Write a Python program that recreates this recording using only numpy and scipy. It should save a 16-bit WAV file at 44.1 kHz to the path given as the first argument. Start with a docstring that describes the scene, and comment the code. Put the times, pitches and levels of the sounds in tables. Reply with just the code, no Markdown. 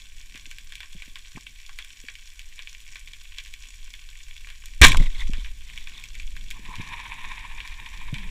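"""A wooden speargun is fired under water: the shaft rasps along its track and overloads the camera.
Its rattle rings the gun, bands and line slap as clicks, and the water surges as low filtered noise.
Then ticking line whips off the stock and whirrs off a reel that throbs with each turn.
Snapping shrimp crackle throughout as clicks and tiny rings coloured by the camera housing.
Soft bumps on it and low clacks of the gun are damped swings; a low groan follows the last."""
import sys
import numpy as np
from scipy import signal
from scipy.fft import rfft, irfft, next_fast_len
from scipy.io import wavfile

SR = 44100
rng = np.random.default_rng(int(sys.argv[2]) if len(sys.argv) > 2 else 0)


def int16_out(signal):
    """Quantize to a 16-bit WAV file."""
    q = np.round(np.clip(np.atleast_2d(signal).T, -1, 1) * 32767)
    wavfile.write(sys.argv[1], SR, q.astype(np.int16))


N = 366030
RELEASE_S = 4.816  # the trigger lets go


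def amp(db):
    """Decibels to gain."""
    return 10 ** (np.asarray(db) / 20)


def unit(x):
    """x at rms 1."""
    return x / np.sqrt(np.mean(x ** 2) + 1e-20)


def along(points, hz):
    """(Hz, value) points read on a log frequency axis."""
    f, v = np.transpose(points)
    return np.interp(np.log(hz + 1), np.log(f + 1), v)


def curve(rows, axis=1):
    """One column of (s, ..) rows as a value per sample."""
    rows = np.array(rows)
    return np.interp(np.arange(N) / SR, rows[:, 0], rows[:, axis])


def wobble(rate_hz):
    """A random curve through rate_hz normal-distributed knots a second."""
    knots = rng.standard_normal(1024)
    return np.interp(np.arange(N) * (rate_hz / SR), np.arange(1024), knots)


def swell(s, db, length_s):
    """Gain of a short rounded swell centred on time s."""
    return amp(db) / (1 + ((np.arange(N) / SR - s) / length_s) ** 4)


def stroke(start_s, end_s, start_db, end_db, after_db, t60_s, attack_s):
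    """Gain that fades in just before start_s, ramps in dB until end_s, then dies away from after_db."""
    t = np.arange(N) / SR
    ramp_db = np.interp(t, [start_s, end_s], [start_db, end_db])
    db = np.where(t < end_s, ramp_db, after_db - 60 * (t - end_s) / t60_s)
    return amp(np.maximum(db, -200)) * np.clip((t - start_s) / attack_s + 1, 0, 1)


def add(track, s, sound):
    """Mix a sound into the track at time s."""
    part = track[max(round(s * SR), 0):][:len(sound)]
    part += sound[:len(part)]


def coloured(x, gain, size=2048):
    """x through the minimum-phase filter, size samples long, whose magnitude is gain(Hz)."""
    magnitude = np.maximum(gain(np.fft.rfftfreq(size, 1 / SR)), 1e-6)
    cepstrum = irfft(np.log(magnitude))
    cepstrum[1:size // 2] *= 2  # fold to the causal half
    cepstrum[size // 2 + 1:] = 0
    return signal.oaconvolve(x, irfft(np.exp(rfft(cepstrum))))[:len(x)]


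def resonances(modes, hz):
    """Magnitude of a set of (Hz, width Hz, dB) resonances, summed in power."""
    return np.sqrt(sum(
        amp(db) ** 2 * (hz * w) ** 2 / ((c * c - hz * hz) ** 2 + (hz * w) ** 2)
        for c, w, db in modes))


def housing(hz):
    """Colour of a sharp click through the housing: a direct path plus ringing wall resonances."""
    # shrimp heard in the housing: (frequency [Hz], density level [dB])
    crackle_colour = [(180, -40.5), (300, -21.5), (532, -23.5), (898, -21.5), (1080, -17.5), (1290, -25.5),
                      (1540, -7), (2040, -6), (2360, 0.5), (2870, -6), (3120, -6.5), (5800, -13.5),
                      (6300, -21), (6950, -12.5), (15000, -20.5)]
    # wall resonances: (frequency [Hz], width [Hz], level [dB])
    wall_modes = [(1136, 110, -0.5), (1700, 480, -14.5), (2288, 93, -7), (3370, 280, -2), (6100, 690, -0.5),
                  (6810, 230, 0.5), (7800, 360, -1.5)]
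    return amp(along(crackle_colour, hz)) * (.5 + resonances(wall_modes, hz))


def ticks(rate_hz, spread_db):
    """Random impulses of either sign at rms 1, with clipped log-logistic sizes."""
    when, size, sign = rng.random((int(rate_hz * N / SR), 3)).T
    size = np.clip(np.log(size + 1e-9) - np.log(1 - size), -5, 5) / 2
    impulses = np.sign(sign - .5) * amp(spread_db * size)
    return unit(np.bincount((when * N).astype(int), impulses, N))


def grains(rate_hz, hz, octaves, cycles, spread_db):
    """Random tiny decaying rings of rms 1, each with its own pitch and size."""
    when, pitch, size, phase = rng.random((int(rate_hz * N / SR), 4)).T[:, :, None]
    f = np.minimum(hz * 2 ** (octaves * (2 * pitch - 1)), .4 * SR)
    n = np.arange(SR // 160)
    turn = f * n / SR
    size_gain = amp(-spread_db * np.log(size + 0.03))
    rings = size_gain * np.sin(2 * np.pi * (turn + phase)) * np.exp(-turn / cycles)
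    return unit(np.bincount(((when * N).astype(int) + n).ravel(), rings.ravel(), N)[:N])


def click(treble_db, low_db, burst_t60_s, tail_db, tail_t60_s):
    """A sharp burst of close reflections and a weak, duller scattered tail, through the housing."""
    t = np.arange(SR // 10) / SR
    burst, tail = rng.standard_normal((2, len(t))) * (1 - np.exp(-(t / 0.00043) ** 2))
    tail = signal.lfilter([.4], [1, -.6], tail)
    push = burst * amp(-60 * t / burst_t60_s) + tail * amp(tail_db - 60 * t / tail_t60_s)
    tilt = [(500, min(low_db, 0) - 1), (800, low_db - 4.5), (1300, low_db),
            (2300, 0.0044), (3600, 0.0037), (7000, treble_db)]
    sound = coloured(push, lambda hz: housing(hz) * amp(along(tilt, hz)), size=1024)
    return 0.2 * sound / np.sqrt(np.mean(sound[:SR // 200] ** 2))  # the first 5 ms set the level


def colony(dull_db=1, bright_db=1):
    """The snaps of one patch of reef, dull and bright, with that patch's own echoes off the rocks."""
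    t = np.arange(SR // 20) / SR
    echo_gain = .13 * amp(-60 * t / .012) + .034 * amp(-60 * t / .08)
    scatter = rng.standard_normal(len(t)) * echo_gain
    scatter[0] = 1  # direct sound
    dull = grains(rate_hz=52, hz=3900, octaves=.8, cycles=.8, spread_db=4.5)
    bright = grains(rate_hz=87, hz=7470, octaves=0.86, cycles=0.74, spread_db=6.0)
    return signal.oaconvolve(amp(dull_db) * dull + amp(bright_db) * bright, scatter)[:N]


def shrimp(reef_db=-50.5, far_db=-0.5, near_db=4.0):
    """Far snaps merge into a sizzle; nearer colonies crackle, and the nearest snaps stand out as clicks."""
    # colour of the distant shrimp: (frequency [Hz], level [dB])
    reef_tilt = [(1000, 0), (2100, -1), (3300, 0.5), (4300, 0.5), (7000, 0.5), (11000, 1.5)]
    # nearest snaps: (time [s], relative level [dB], relative treble [dB], relative low-mid [dB])
    snaps = [(0.3568, -30.5, -25, -28), (0.4562, -30, -25, -33), (0.5124, -29, -15.5, -28.5),
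             (0.5841, -28.5, -15, -28.5), (0.7221, -28, -22, -26), (0.754, -26, -15, -40),
             (0.8041, -26.5, -27, -25), (0.831, -29.5, -37, -19), (1.0217, -26, -23.5, -25),
             (1.1564, -26, -24, -20.5), (1.4677, -28, -28, -48), (1.693, -31.5, -19, -12),
             (1.7875, -22.5, -23.5, -24.5), (1.8463, -30.5, -14, -29), (2.0845, -22.5, -33, -27),
             (2.1535, -29, -23, -46), (2.393, -28, -17, -33), (2.591, -25.5, -30, -26),
             (2.6728, -25.5, -31, -33), (2.9567, -26, -25, -21.5), (3.074, -32, -21, -34),
             (3.1338, -29, -20, -31), (3.384, -21.5, -26, -34), (3.46, -33.5, -14, -30),
             (3.5381, -26, -16, -37), (3.9379, -27.5, -26, -30.5), (4.4712, -32, -25, -22),
             (4.5015, -31, -21, -23), (4.6574, -29.5, -9, -30.5), (5.3341, -24, -26, -22),
             (5.446, -28.5, -28, -21), (5.7759, -22.5, -25, -36.5), (5.8723, -25, -24, -26),
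             (6.0384, -25.5, -13.5, -48), (6.152, -29, -21.5, -31), (6.1988, -25.5, -32, -36),
             (6.3654, -29, -20, -26), (6.504, -29, -10, -28), (6.5101, -22, -19, -37),
             (6.7552, -26.5, -19, -34), (6.9237, -30, -31, -20), (7.0538, -28.5, -42, -19),
             (7.6029, -22.5, -33, -28), (7.6755, -28, -14, -25), (7.86, -29.5, -32, -38),
             (8.1417, -22.5, -24.5, -32), (8.1832, -28, -32, -32)]
    all_treble_db, all_low_db = 13.5, 27  # tone shared by all near snaps
    nearer = unit(colony() + colony() + colony())
    farther = ticks(rate_hz=4300, spread_db=2.5)
    reef = coloured(amp(far_db) * farther + nearer, lambda hz: housing(hz) * amp(along(reef_tilt, hz)))
    out = amp(reef_db) * unit(reef)
    for s, db, treble_db, low_db in snaps:
        snap = click(treble_db + all_treble_db, low_db + all_low_db,
                     burst_t60_s=0.0081, tail_db=-15, tail_t60_s=0.13)
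        add(out, s, amp(db + near_db) * snap)
    return out


def water(surge_db=-1, eddy_db=-3):
    """Water pushes slowly on the housing and small eddies flutter round it; the shot stirs up both."""
    # flow as the diver lies still, then swings the gun aside:
    # (time [s], relative surge level [dB], relative eddy level [dB])
    flow = [(0, -40, -63.5), (2.3, -42, -68.5), (4.6, -37.5, -68), (5.33, -20.5, -49), (5.6, -33, -61.5),
            (6.0, -36.5, -58), (6.27, -29.5, -58), (6.75, -34, -51.5), (7.7, -34, -57.5),
            (8.3, -28.5, -49.5)]
    # surge spectrum: (frequency [Hz], density level [dB])
    surge_colour = [(5, -9), (12, 10), (22, 1.5), (36, -4.5), (65, -17), (100, -30.5), (200, -48),
                    (400, -100)]
    # eddy spectrum: (frequency [Hz], density level [dB])
    eddy_colour = [(40, -42), (90, 5), (160, -2.5), (260, -8), (450, -18), (800, -24.5), (1500, -31.5),
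                   (4000, -74.5)]
    wake_db, wake_hold_s, wake_sag_db_per_s, wake_t60_s = -13.5, 0.19, 36, 0.23
    wake_eddy_db = -12.5  # eddies of the wake against its surge
    surge = amp(surge_db + curve(flow, axis=1))
    eddy = amp(eddy_db + curve(flow, axis=2))
    spent_db = wake_db - wake_sag_db_per_s * wake_hold_s
    wake = stroke(RELEASE_S, RELEASE_S + wake_hold_s, wake_db, spent_db, spent_db, wake_t60_s,
                  attack_s=.002)
    slow = unit(coloured(rng.standard_normal(N), lambda hz: amp(along(surge_colour, hz)), size=32768))
    gusts = amp(2.8 * wobble(22))
    eddies = coloured(rng.standard_normal(N), lambda hz: amp(along(eddy_colour, hz)), size=4096)
    flutter = unit(eddies * gusts)
    return (surge + wake) * slow + (eddy + amp(wake_eddy_db) * wake) * flutter


def bumps(thud_db=-7):
    """Each bump on the housing or low clack of the gun is a heavily damped swing with a dull thud on it."""
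    # bumps on the housing and low clacks of the gun: (time [s], pitch [Hz], relative level [dB])
    knocks = [(0.348, 257, -45), (0.471, 278, -49), (0.950, 167, -37.5), (1.078, 252, -45),
              (1.352, 135, -38), (1.371, 235, -35), (1.373, 890, -31.5), (2.04, 254, -43.5),
              (4.845, 470, -16), (4.863, 92, -18), (4.88, 127, -15), (4.946, 1030, -10.5),
              (4.956, 1040, -14), (4.998, 122, -23.5), (5.012, 195, -24), (5.294, 208, -30),
              (5.381, 245, -38), (6.594, 198, -40.5), (6.688, 202, -36.5), (6.783, 95, -33.5),
              (6.797, 164, -27), (8.128, 145, -23)]
    t60_cycles = 8.4  # swings until a knock has fallen 60 dB
    out, t = np.zeros(N), np.arange(SR // 3) / SR
    for s, hz, db in knocks:
        t60_s = t60_cycles / hz
        noise = rng.standard_normal(len(t))
        thud = unit(coloured(noise, lambda f: 1 / (1 + (f / (1.7 * hz)) ** 4.0)))
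        swing = np.sin(2 * np.pi * hz * t) + amp(thud_db) * thud
        add(out, s, 1.44 * amp(db - 60 * t / t60_s) * (1 - np.exp(-t / 0.00089)) * swing)
    return out


def groan(waver=0.099):
    """A soft, wavering low tone slides downward after the last bump."""
    mid_s, level_db, length_s = 8.22, -45, .06
    mid_hz, sag_hz_per_s = 195, 450
    t = np.arange(N) / SR - mid_s
    hz = (mid_hz - sag_hz_per_s * np.clip(t, -.2, .2)) * (1 + waver * wobble(90))
    tone = np.sin(2 * np.pi * np.cumsum(hz) / SR)
    return swell(mid_s, level_db, length_s) * amp(1.8 * wobble(60)) * tone


def reel(spool_db=-49, hiss_db=-43.0, flutter_db=2):
    """The spool rubs on its drag, hardest once a turn; line hisses through the guide; both follow speed."""
    # the reel spins up and slowly runs down: (time [s], speed [turns/s])
    spin = [(6.55, 9.3), (6.7, 13.3), (6.93, 16.33), (7.25, 15.6), (7.5, 14.6), (8.3, 12.94)]
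    # spool resonances: (frequency [Hz], width [Hz], level [dB])
    spool_modes = [(921, 96, 2.5), (1046, 126, 4.5)]
    # line in the guide: (frequency [Hz], density level [dB])
    guide_colour = [(400, -37.5), (800, -11.5), (1350, -15), (1800, 5.5), (2050, 0.5), (2350, 10),
                    (2900, -4.5), (3700, -0.5), (4600, -25.5), (9000, -35), (10800, -17.5), (13000, -58)]
    # the line jerks the spool into motion: (time [s], level [dB])
    tug_rows = [(6.556, -57), (6.71, -45.5)]
    tug_length_s = 0.025
    reference_turns_per_s = 15.7  # speed at which spool_db and hiss_db hold
    rub_s = 7.25  # a moment when the spool's high spot meets the drag
    drag_db_per_speed, hiss_db_per_speed = 4, 2.5  # dB per turn/s
    speed = curve(spin) * (np.arange(N) / SR > spin[0][0])
    turns = np.cumsum(speed) / SR
    angle = 2 * np.pi * (turns - turns[round(rub_s * SR)])
    # the spool is out of round
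    throb_db = 3.3 * np.cos(angle) + 1.8 * np.cos(2 * angle) + 2 * np.cos(3 * angle)
    throb_db = throb_db + flutter_db * wobble(50)
    drag_ticks = ticks(rate_hz=1500, spread_db=1.5) * amp(throb_db)
    drag = unit(coloured(drag_ticks, lambda hz: resonances(spool_modes, hz) ** 2))
    guide_ticks = ticks(rate_hz=1800, spread_db=3) * amp(.8 * throb_db)
    guide = unit(coloured(guide_ticks, lambda hz: amp(along(guide_colour, hz))))
    excess = speed - reference_turns_per_s
    tugs = sum(swell(s, db, tug_length_s) for s, db in tug_rows)
    drag_gain = amp(spool_db + drag_db_per_speed * excess) + tugs
    return drag_gain * drag + amp(hiss_db + hiss_db_per_speed * excess) * guide


def line(rub_db=-3, chirp_db=-4):
    """Line whips off the stock loop by loop behind the flying shaft, rattling in small pitched ticks."""
    # loops of line: (time [s], relative level [dB], length [s])
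    whips = [(4.989, -39, 0.023), (5.03, -34, 0.016), (5.069, -40.5, 0.013), (5.147, -43, 0.041),
             (5.209, -36, .025), (5.276, -42.5, 0.01), (5.395, -42, 0.033), (5.475, -46.5, 0.021),
             (5.76, -48.5, 0.1), (5.989, -44.5, .06)]
    # line rub spectrum: (frequency [Hz], density level [dB])
    rub_colour = [(350, -57.5), (600, -29), (791, -15.5), (1070, -4), (1310, -17), (1470, -10), (2330, -4),
                  (2880, -9), (3500, 1), (4570, -15), (7200, -15.5), (14000, -31)]
    chirps = grains(rate_hz=390, hz=4020, octaves=1.1, cycles=7.8, spread_db=4.0)
    rattle = ticks(rate_hz=1300, spread_db=4) + amp(chirp_db) * chirps
    flick_db = 1.5 * wobble(70)
    rub = unit(coloured(rattle * amp(flick_db), lambda hz: amp(along(rub_colour, hz))))
    return amp(rub_db) * sum(swell(s, db, length_s) for s, db, length_s in whips) * rub


def shot(ring_db=1, scrape_db=-4, clack_db=2):
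    """The shaft chatters down its track and rings the gun; wishbone and bands slap, and the gun kicks."""
    # shaft and stock resonances: (frequency [Hz], width [Hz], level [dB])
    gun_modes = [(1180, 37, -5.5), (1617, 100, -1.5), (1830, 95, -3), (2310, 99, 1), (2410, 15, -15.5),
                 (2880, 20, -35), (3290, 180, -9), (3210, 27.6, -28), (3660, 18, -15.5), (4040, 40, -21.5)]
    # scrape spectrum: (frequency [Hz], density level [dB])
    scrape_colour = [(88, -33.5), (150, -11), (283, -4), (674, -42.5), (1070, 4.5), (1200, -28),
                     (1770, -16.5), (3820, -1.5), (4720, -19), (5840, -8.5), (6430, -16.5), (6940, -9.5),
                     (15000, -43.5)]
    # an early ringing knock on the housing, then blows of trigger, wishbone, bands and line on the gun:
    # (time [s], relative level [dB], relative treble [dB], relative low-mid [dB])
    clacks = [(1.377, -32, -24, 16), (4.815, -2, 6, 4), (4.818, 7.5, -16, -1), (4.857, 1, -9, 8),
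              (4.867, -2.5, -4, -8), (4.882, -9, -2, -15), (4.889, -19, 2, -13), (4.918, -6, -16, -24),
              (4.928, -15, -12, -1), (4.945, -14, -13, 9), (4.97, -13, -11, -26), (5.008, -31, -3, -1),
              (5.026, -33, -10, -10)]
    # the kick, and the housing swaying after it: (time [s], frequency [Hz], level [dB], T60 [s])
    recoil = [(4.813, 56, 6.5, 0.11), (4.856, 10.37, -4.5, 1), (4.965, 21.25, -10, 0.76)]
    muzzle_s = 4.853  # the shaft leaves the gun
    start_db, end_db, after_db = -13.5, 0, -13.5  # rasp grows with shaft speed, then drops
    # the gun's ring dies away first; the scrape rattles on a little longer
    ring_t60_s, scrape_t60_s = 0.17, 0.27
    ring_tilt = [(500, -11.0), (1000, -3.5), (1700, 2.0), (4000, 5.0), (9000, -19.5)]  # (Hz, dB)

    def rasp(t60_s):
        """Gain of the shaft's run and what follows it."""
        return stroke(RELEASE_S, muzzle_s, start_db, end_db, after_db, t60_s, attack_s=.0015)

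    chatter = ticks(rate_hz=2500, spread_db=1.5)
    ring = unit(coloured(
        chatter, lambda hz: resonances(gun_modes, hz) * amp(along(ring_tilt, hz)), size=8192))
    scrape = unit(coloured(
        ticks(rate_hz=6800, spread_db=5.0), lambda hz: amp(along(scrape_colour, hz))))
    out = amp(ring_db) * rasp(ring_t60_s) * ring + amp(scrape_db) * rasp(scrape_t60_s) * scrape
    for s, db, treble_db, low_db in clacks:
        clack = click(treble_db + 7.0, low_db + 12.5, burst_t60_s=0.021, tail_db=-16.5, tail_t60_s=.05)
        add(out, s, amp(db + clack_db) * clack)
    t = np.arange(SR) / SR
    for s, hz, db, t60_s in recoil:
        sway = np.sin(2 * np.pi * hz * t) * (1 - np.exp(-t / 0.0035))
        add(out, s, amp(db - 60 * t / t60_s) * sway)
    return out


def scene():
    """The sealed housing gives both channels the same sound."""
    sound = shrimp() + water() + bumps() + groan() + reel() + line() + shot()
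    return np.array([sound, sound])


def record(dry):
    """The camera clips just below full scale, then cuts steeply above its band limit."""
    top_hz = 15500
    clipped = np.clip(dry, -.97, .97)
    m = next_fast_len(N + SR // 2)
    band = 1 / (1 + (np.fft.rfftfreq(m, 1 / SR) / top_hz) ** 120)
    return irfft(rfft(clipped, m) * band, m)[:, :N]


dry = scene()
out = record(dry)
int16_out(out)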